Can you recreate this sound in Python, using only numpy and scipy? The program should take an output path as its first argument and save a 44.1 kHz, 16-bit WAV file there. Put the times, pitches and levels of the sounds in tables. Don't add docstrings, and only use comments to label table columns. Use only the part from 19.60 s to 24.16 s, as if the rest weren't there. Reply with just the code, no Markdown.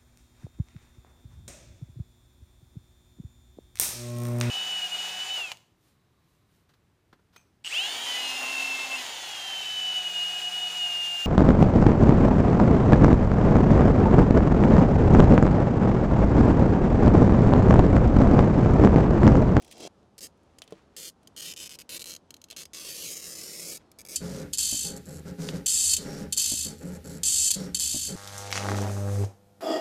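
import sys
import numpy as np
from scipy import signal
from scipy.fft import rfft, irfft
from scipy.io import wavfile
from scipy.ndimage import uniform_filter1d

SR = 44100
rng = np.random.default_rng(int(sys.argv[2]) if len(sys.argv) > 2 else 0)


def dump_mix(stems):
    frames = np.atleast_2d(stems).T
    limited = np.clip(frames, -1, 1)
    pcm = np.round(limited * 32767).astype(np.int16)
    wavfile.write(sys.argv[1], SR, pcm)


N = 200988
TIME = np.arange(N) / SR


def gain_of(db):
    return 10 ** (np.asarray(db) / 20)


def unit_rms(x):
    return x / np.sqrt(np.mean(x ** 2) + 1e-20)


def follow(rows, t):
    times, *columns = np.transpose(rows)
    return [np.interp(t, times, column) for column in columns]


def clicks(times_s, sizes):
    return np.bincount(np.clip(np.round(times_s * SR).astype(int), 0, N - 1), sizes, N)


def grains(per_s):
    return unit_rms((rng.random(N) < per_s / SR) * rng.choice([-1., 1.], N))


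def convolve(x, response):
    return signal.oaconvolve(x, response)[:N]


def colour(x, spectrum, size=4096):
    hz, db = np.transpose(spectrum)
    bins_hz = abs(np.fft.fftfreq(size, 1 / SR))
    bins_db = np.interp(np.log(bins_hz + 1), np.log(hz + 1), db)
    log_gain = np.log(gain_of(np.maximum(bins_db, -100)))
    taps = np.fft.ifft(np.exp(np.conj(signal.hilbert(log_gain)))).real[:size // 2]
    return convolve(x, taps / np.linalg.norm(taps))


def ring(t60_s, tail_db, tail_t60_s, rise_s=0.00029, size=6000):
    t = np.arange(size) / SR
    decay = gain_of(-60 * t / t60_s) + gain_of(tail_db - 60 * t / tail_t60_s)
    attack = 1 - np.exp(-t / rise_s)
    spectrum = rfft(rng.choice([-1., 1.], size) * decay * attack)
    flattened = spectrum / np.sqrt(uniform_filter1d(abs(spectrum) ** 2, size=70))
    modes = irfft(flattened) * np.linspace(1, 0, size)
    return modes / np.linalg.norm(modes)


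def resonate(x, hz, width_hz, lift_db):
    carrier = np.exp(2j * np.pi * np.cumsum(hz * np.ones(N)) / SR)
    pole = np.exp(-np.pi * width_hz / SR)
    baseband = signal.lfilter([1 - pole], [1, -pole], x / carrier + 1e-18)
    band = 2 * (carrier * baseband).real
    return x + (gain_of(lift_db) - 1) * band


# (frequency [Hz], gain [dB])
AIR_SPECTRUM = [(12, -24), (25, -21), (50, -4), (82, 2), (115, -3), (200, 0), (360, -3.5), (870, -10.5),
                (1300, -15.5), (2100, -26), (3200, -25.5), (6200, -30.5), (11000, -40.5), (16000, -61)]

def open_air(level_db=-62, swell_db=1.0):
    swell = sum(np.sin(2 * np.pi * (hz * TIME + rng.random())) / np.sqrt(hz)
                for hz in np.geomspace(0.4, 9, 20))
    return gain_of(level_db - swell_db * unit_rms(swell)) * colour(rng.standard_normal(N), AIR_SPECTRUM)


def friction(grains_per_s=2600, spread_db=4.0):
    return unit_rms(grains(grains_per_s) * gain_of(spread_db * np.minimum(rng.exponential(1, N), 3)))


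# (time [s], scrape gain [dB], rumble gain [dB])
SLIDE_GAINS = [(0.0, -62, -61), (0.018, -65, -60), (0.132, -57.5, -58.5), (0.158, -57, -54),
               (0.224, -45, -44), (0.276, -42.5, -43.5), (0.284, -87, -66)]
# (frequency [Hz], gain [dB])
SCRAPE_SPECTRUM = [(530, -14), (900, -2.5), (1320, -26), (1830, -9.5), (2190, -10), (3300, -1),
                   (4010, -5.5), (4520, -1), (6560, -4), (16000, -33)]
RUMBLE_SPECTRUM = [(53, -61), (90, -12.5), (359, -0.5), (548, -6), (706, -4), (786, -10), (1050, -19),
                   (1240, -23), (1600, -23), (2080, -56), (3520, -120)]
SLIDING = TIME < SLIDE_GAINS[-1][0]

def straightedge(dust, bumps_per_s=500):
    scrape_gain, rumble_gain = gain_of(follow(SLIDE_GAINS, TIME)) * SLIDING
    glass = ring(t60_s=0.0089, tail_db=-46, tail_t60_s=0.04)
    scrape = colour(convolve(dust * scrape_gain, glass), SCRAPE_SPECTRUM)
    rumble = colour(grains(bumps_per_s) * rumble_gain, RUMBLE_SPECTRUM)
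    return gain_of(-1.3) * scrape + gain_of(-2) * rumble


# (time [s], relative level [dB])
GRIT_SNAPS = [(0.112, -33.5), (0.1234, -33.5), (0.204, -34), (0.7741, -62), (0.832, -58.5), (1.038, -45),
              (1.106, -47), (1.6302, -52)]
# (frequency [Hz], gain [dB])
SNAP_SPECTRUM = [(880, -73), (1500, -28), (1830, -9), (3350, -6), (3840, -10.5), (9370, -9.5), (16000, -26)]

def grit(fine_per_s=50, fine_db=-41, spread_db=1.5):
    times_s, db = np.transpose(GRIT_SNAPS)
    crushed = SLIDING * (rng.random(N) < fine_per_s / SR)
    fine = crushed * gain_of(fine_db + spread_db * rng.standard_normal(N))
    snaps = gain_of(10) * (clicks(times_s, gain_of(db)) + fine)
    glass = ring(t60_s=0.033, tail_db=-31, tail_t60_s=0.06)
    return colour(convolve(snaps, glass), SNAP_SPECTRUM)


# (time [s], relative clack level [dB], relative thud level [dB])
TOOL_KNOCKS = [(0.4292, -63.5, -57), (1.019, -31.5, -68), (1.077, -44.5, -67), (1.1235, -43, -34.5),
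               (2.9198, -38.5, -68), (2.9273, -37.5, -63)]
# (frequency [Hz], relative level [dB], T60 [s])
TABLE_MODES = [(192, -0.5, 0.11), (328, -9, 0.27), (444, 12, 0.041), (587, -1.5, 0.086), (784, -32, 0.04),
               (1030, -10, 0.057)]
# (frequency [Hz], gain [dB])
CLACK_SPECTRUM = [(290, -27), (650, 6), (960, -12), (2260, -6.5), (3340, 3.5), (4940, -5.5), (6700, -6),
                  (9000, -11.5), (16000, -27)]

def knocks(size=9000):
    times_s, clack_db, thud_db = np.transpose(TOOL_KNOCKS)
    t = np.arange(size) / SR
    table = sum(gain_of(db - 60 * t / t60_s) * np.sin(2 * np.pi * hz * t)
                for hz, db, t60_s in TABLE_MODES)
    table = signal.lfilter(*signal.butter(2, 150, "high", fs=SR), table)
    thud = convolve(clicks(times_s, gain_of(thud_db + 23.5)), table / np.linalg.norm(table))
    glass = ring(t60_s=0.014, tail_db=-19, tail_t60_s=0.11, rise_s=0.00005)
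    clack = convolve(clicks(times_s, gain_of(clack_db + 15)), glass)
    return thud + colour(clack, CLACK_SPECTRUM)


CREEP_PER_S, MIN_PER_S, USUAL_PER_S = 125, 50, 330

def stroke(start_s, fastest_s, end_s, top_per_s, db, count=40):
    t = np.linspace(start_s, end_s, count)
    arch = np.interp(t, [start_s, fastest_s, end_s], [0, 1, 0]) ** 0.6
    rate_per_s = CREEP_PER_S + (top_per_s - CREEP_PER_S) * arch
    return np.transpose([t, rate_per_s, np.full(count, db)])


def stick_slip(course, jitter=0.33, spread_db=1.84, breakaway_db=2, max_slips=900):
    t = np.arange(course[0][0], course[-1][0], 1 / SR)
    slips_due = np.cumsum(np.maximum(follow(course, t)[0], MIN_PER_S)) / SR
    count = max(round(slips_due[-1]), 1) + 1
    gap_noise, level_noise = rng.standard_normal((max_slips, 2))[:count].T
    position = np.cumsum(np.exp(jitter * gap_noise))
    progress = (position - position[0]) / (position[-1] - position[0])
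    times_s = np.interp(progress, slips_due / slips_due[-1], t)
    rate_per_s, db = follow(course, times_s)
    db[0] += breakaway_db
    return np.transpose([times_s, rate_per_s, db + spread_db * np.clip(level_noise, -2, 2)])


# (start [s], fastest [s], end [s], top slip rate [1/s], relative level [dB])
SHORT_STROKES = [(0.5806, 0.587, 0.5904, 300, -33.5), (0.607, 0.64, 0.667, 520, -32),
                 (1.365, 1.377, 1.4974, 414, -32), (1.764, 1.865, 1.9364, 380, -33),
                 (1.9627, 2.045, 2.074, 333, -33.5), (2.0931, 2.11, 2.1544, 202, -34.5),
                 (2.188, 2.195, 2.2174, 190, -33), (2.292, 2.368, 2.377, 590, -30.5),
                 (2.3942, 2.41, 2.4244, 180, -29.5), (2.4572, 2.495, 2.5374, 280, -31),
                 (2.964, 2.975, 3.0324, 337, -32.5), (4.3867, 4.394, 4.4144, 150, -33),
                 (4.4505, 4.455, 4.4712, 100, -34), (4.486, 4.55, 4.557, 520, -33.5)]
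# (time [s], slip rate [1/s], relative level [dB])
LONG_STROKE = [(3.1333, 150, -31.5), (3.18, 220, -32), (3.26, 600, -32.5), (3.38, 480, -34),
               (3.47, 900, -33.5), (3.54, 600, -32.5), (3.605, 180, -32), (3.68, 380, -32),
               (3.95, 400, -31.5), (4.12, 680, -31), (4.1744, 130, -32)]
# (time [s], relative level [dB])
LONE_TICKS = [(0.9852, -31), (1.673, -36), (2.4418, -28), (2.5498, -28), (2.563, -29.5), (2.7058, -32),
              (2.7411, -33), (2.766, -42.5), (2.816, -39), (2.8405, -34.5), (2.8853, -48), (2.9014, -31),
              (2.9098, -29), (3.054, -30), (4.3158, -38)]

def wheel(tick_trim_db=-1):
    courses = [stroke(*row) for row in SHORT_STROKES] + [LONG_STROKE]
    ticks = [(time_s, CREEP_PER_S, db + tick_trim_db) for time_s, db in LONE_TICKS]
    slips = np.vstack([stick_slip(course) for course in courses] + [ticks])
    return slips[np.argsort(slips[:, 0])].T


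# (time [s], low [Hz], middle [Hz], high [Hz], body [dB], tilt [dB])
GLIDING_MODES = [(0.62, 2940, 4930, 7000, -8.5, -1.5), (1.4, 3420, 4470, 7200, -2, 0),
                 (1.85, 3100, 5040, 6670, 3.5, -0.5), (2.15, 2870, 5070, 8500, -1.5, -1.5),
                 (2.37, 2490, 3920, 7500, -1, 1.5), (2.5, 3140, 4300, 6500, -3, -0.5),
                 (2.9, 3200, 4200, 6640, 1, -1), (3.17, 3250, 4994, 6445, -5.5, -4.5),
                 (3.32, 3080, 4700, 5300, 0, 0.5), (3.46, 2730, 4460, 6450, 0.5, 1),
                 (3.53, 2580, 5030, 6760, -2.5, 2), (3.63, 2170, 5140, 7000, -1.5, 1),
                 (3.9, 2175, 5450, 7240, -8.5, -2.5), (4.1, 2400, 4900, 7550, -6, 0.5),
                 (4.53, 2440, 5200, 5900, -4, 1)]
# (frequency [Hz], width [Hz], lift [dB])
STATIC_MODES = [(3970, 210, 5.5), (4770, 130, 0.5), (5410, 150, 2.5), (6290, 210, 5), (7000, 130, 4),
                (8220, 110, 6), (10150, 300, 0.5), (11400, 160, -1), (12600, 170, -8)]
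# (frequency [Hz], gain [dB])
PANE_SPECTRUM = [(500, -48), (850, -20.5), (1100, -11), (1600, -12.5), (2200, -5.5), (3000, -2.5),
                 (4500, -2.5), (6000, -3), (8000, -3.5), (10000, -4.5), (12500, -5.5), (14500, -12),
                 (16000, -22)]

def pane(drive, travel, speed_tilt_db, zones=16):
    position = travel * (zones - 1)
    glass = np.zeros(N)
    for zone in range(zones):
        share = np.cos(np.pi / 2 * np.clip(position - zone, -1, 1))
        glass += convolve(drive * share, ring(t60_s=0.015, tail_db=-27, tail_t60_s=0.1))
    low_hz, middle_hz, high_hz, body_db, place_tilt_db = follow(GLIDING_MODES, TIME)
    peaks = [(low_hz, 480, 5.5), (middle_hz, 420, 6.0), (high_hz, 300, 5.0)]
    valley = ((low_hz + middle_hz) / 2, 550, -5.5)
    body = (3140, 2350, body_db)
    for hz, width_hz, lift_db in STATIC_MODES + peaks + [valley, body]:
        glass = resonate(glass, hz, width_hz, lift_db)
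    lows = signal.lfilter(*signal.butter(1, 5500, fs=SR), glass)
    tilt = gain_of(place_tilt_db + speed_tilt_db)
    return gain_of(-5.5) * colour(lows / tilt + (glass - lows) * tilt, PANE_SPECTRUM)


# (frequency [Hz], gain [dB])
THRUM_SPECTRUM = [(45, -15), (90, -6.5), (130, -8.5), (170, 7), (215, -4), (270, -1.5), (335, 5.5),
                  (400, -0.5), (465, 4.5), (600, 0), (800, -16), (1100, -29.5), (2000, -39)]

def cutter(crumble_mix=0.43, crumble_s=0.00062):
    times_s, rate_per_s, db = wheel()
    slips = clicks(times_s, gain_of(db + 14.5))
    speed_octaves = np.interp(TIME, times_s, np.log2(np.maximum(rate_per_s, MIN_PER_S) / USUAL_PER_S))
    travel = np.interp(TIME, times_s, np.linspace(0, 1, len(times_s)))
    pole = np.exp(-1 / (crumble_s * SR))
    chip_power = signal.lfilter([1 - pole], [1, -pole], slips ** 2)
    chips = np.sqrt(chip_power + 1e-20) * rng.standard_normal(N)
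    drive = (slips + crumble_mix * chips) / np.hypot(1, crumble_mix)
    glass = pane(drive, travel, speed_tilt_db=0.7 + 0.8 * speed_octaves)
    thrum_db = -18.5 + 1.2 * speed_octaves + 3.5 * travel ** 2
    pushes = slips * gain_of(thrum_db) * rng.choice([-1., 1.], N)
    return glass + colour(pushes, THRUM_SPECTRUM)


# (centre [s], half length [s], level [dB])
HAND_RUSTLES = [(0.928, 0.2, -75.5), (1.155, 0.08, -64), (1.345, 0.036, -71.5), (4.215, 0.018, -65.5)]
# (frequency [Hz], gain [dB])
RUSTLE_SPECTRUM = [(500, -1.5), (1000, -1.5), (2000, -3.5), (4000, -10), (7000, -16), (15000, -37)]

def rustles(dust):
    envelope = sum(gain_of(db) * np.exp(-((TIME - centre_s) / half_s) ** 2)
                   for centre_s, half_s, db in HAND_RUSTLES)
    return colour(dust * envelope, RUSTLE_SPECTRUM)


# (start [s], length [s], start pitch [Hz], end pitch [Hz], level [dB])
BIRD_NOTES = [(2.644, 0.12, 3120, 3150, -83), (4.225, 0.2, 4280, 4230, -81)]

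def bird(waver_depth=0.0124):
    notes = np.zeros(N)
    for start_s, length_s, start_hz, end_hz, db in BIRD_NOTES:
        progress = np.clip((TIME - start_s) / length_s, 0, 1)
        waver = unit_rms(uniform_filter1d(rng.standard_normal(N), size=150))
        hz = (start_hz + (end_hz - start_hz) * progress) * (1 + waver_depth * waver)
        notes += gain_of(db) * np.sin(np.pi * progress) * np.sin(2 * np.pi * np.cumsum(hz) / SR)
    return notes


def scene():
    cutting = cutter()
    dust = friction()
    handling = grit() + straightedge(dust) + knocks() + rustles(dust)
    return (cutting + handling + bird() + open_air())[None]


def record(dry, cutoff_hz=16100):
    taps = signal.firwin(511, cutoff_hz, window=("kaiser", 9), fs=SR)
    return signal.oaconvolve(dry, taps[None], "same")


dry = scene()
out = record(dry)
dump_mix(out)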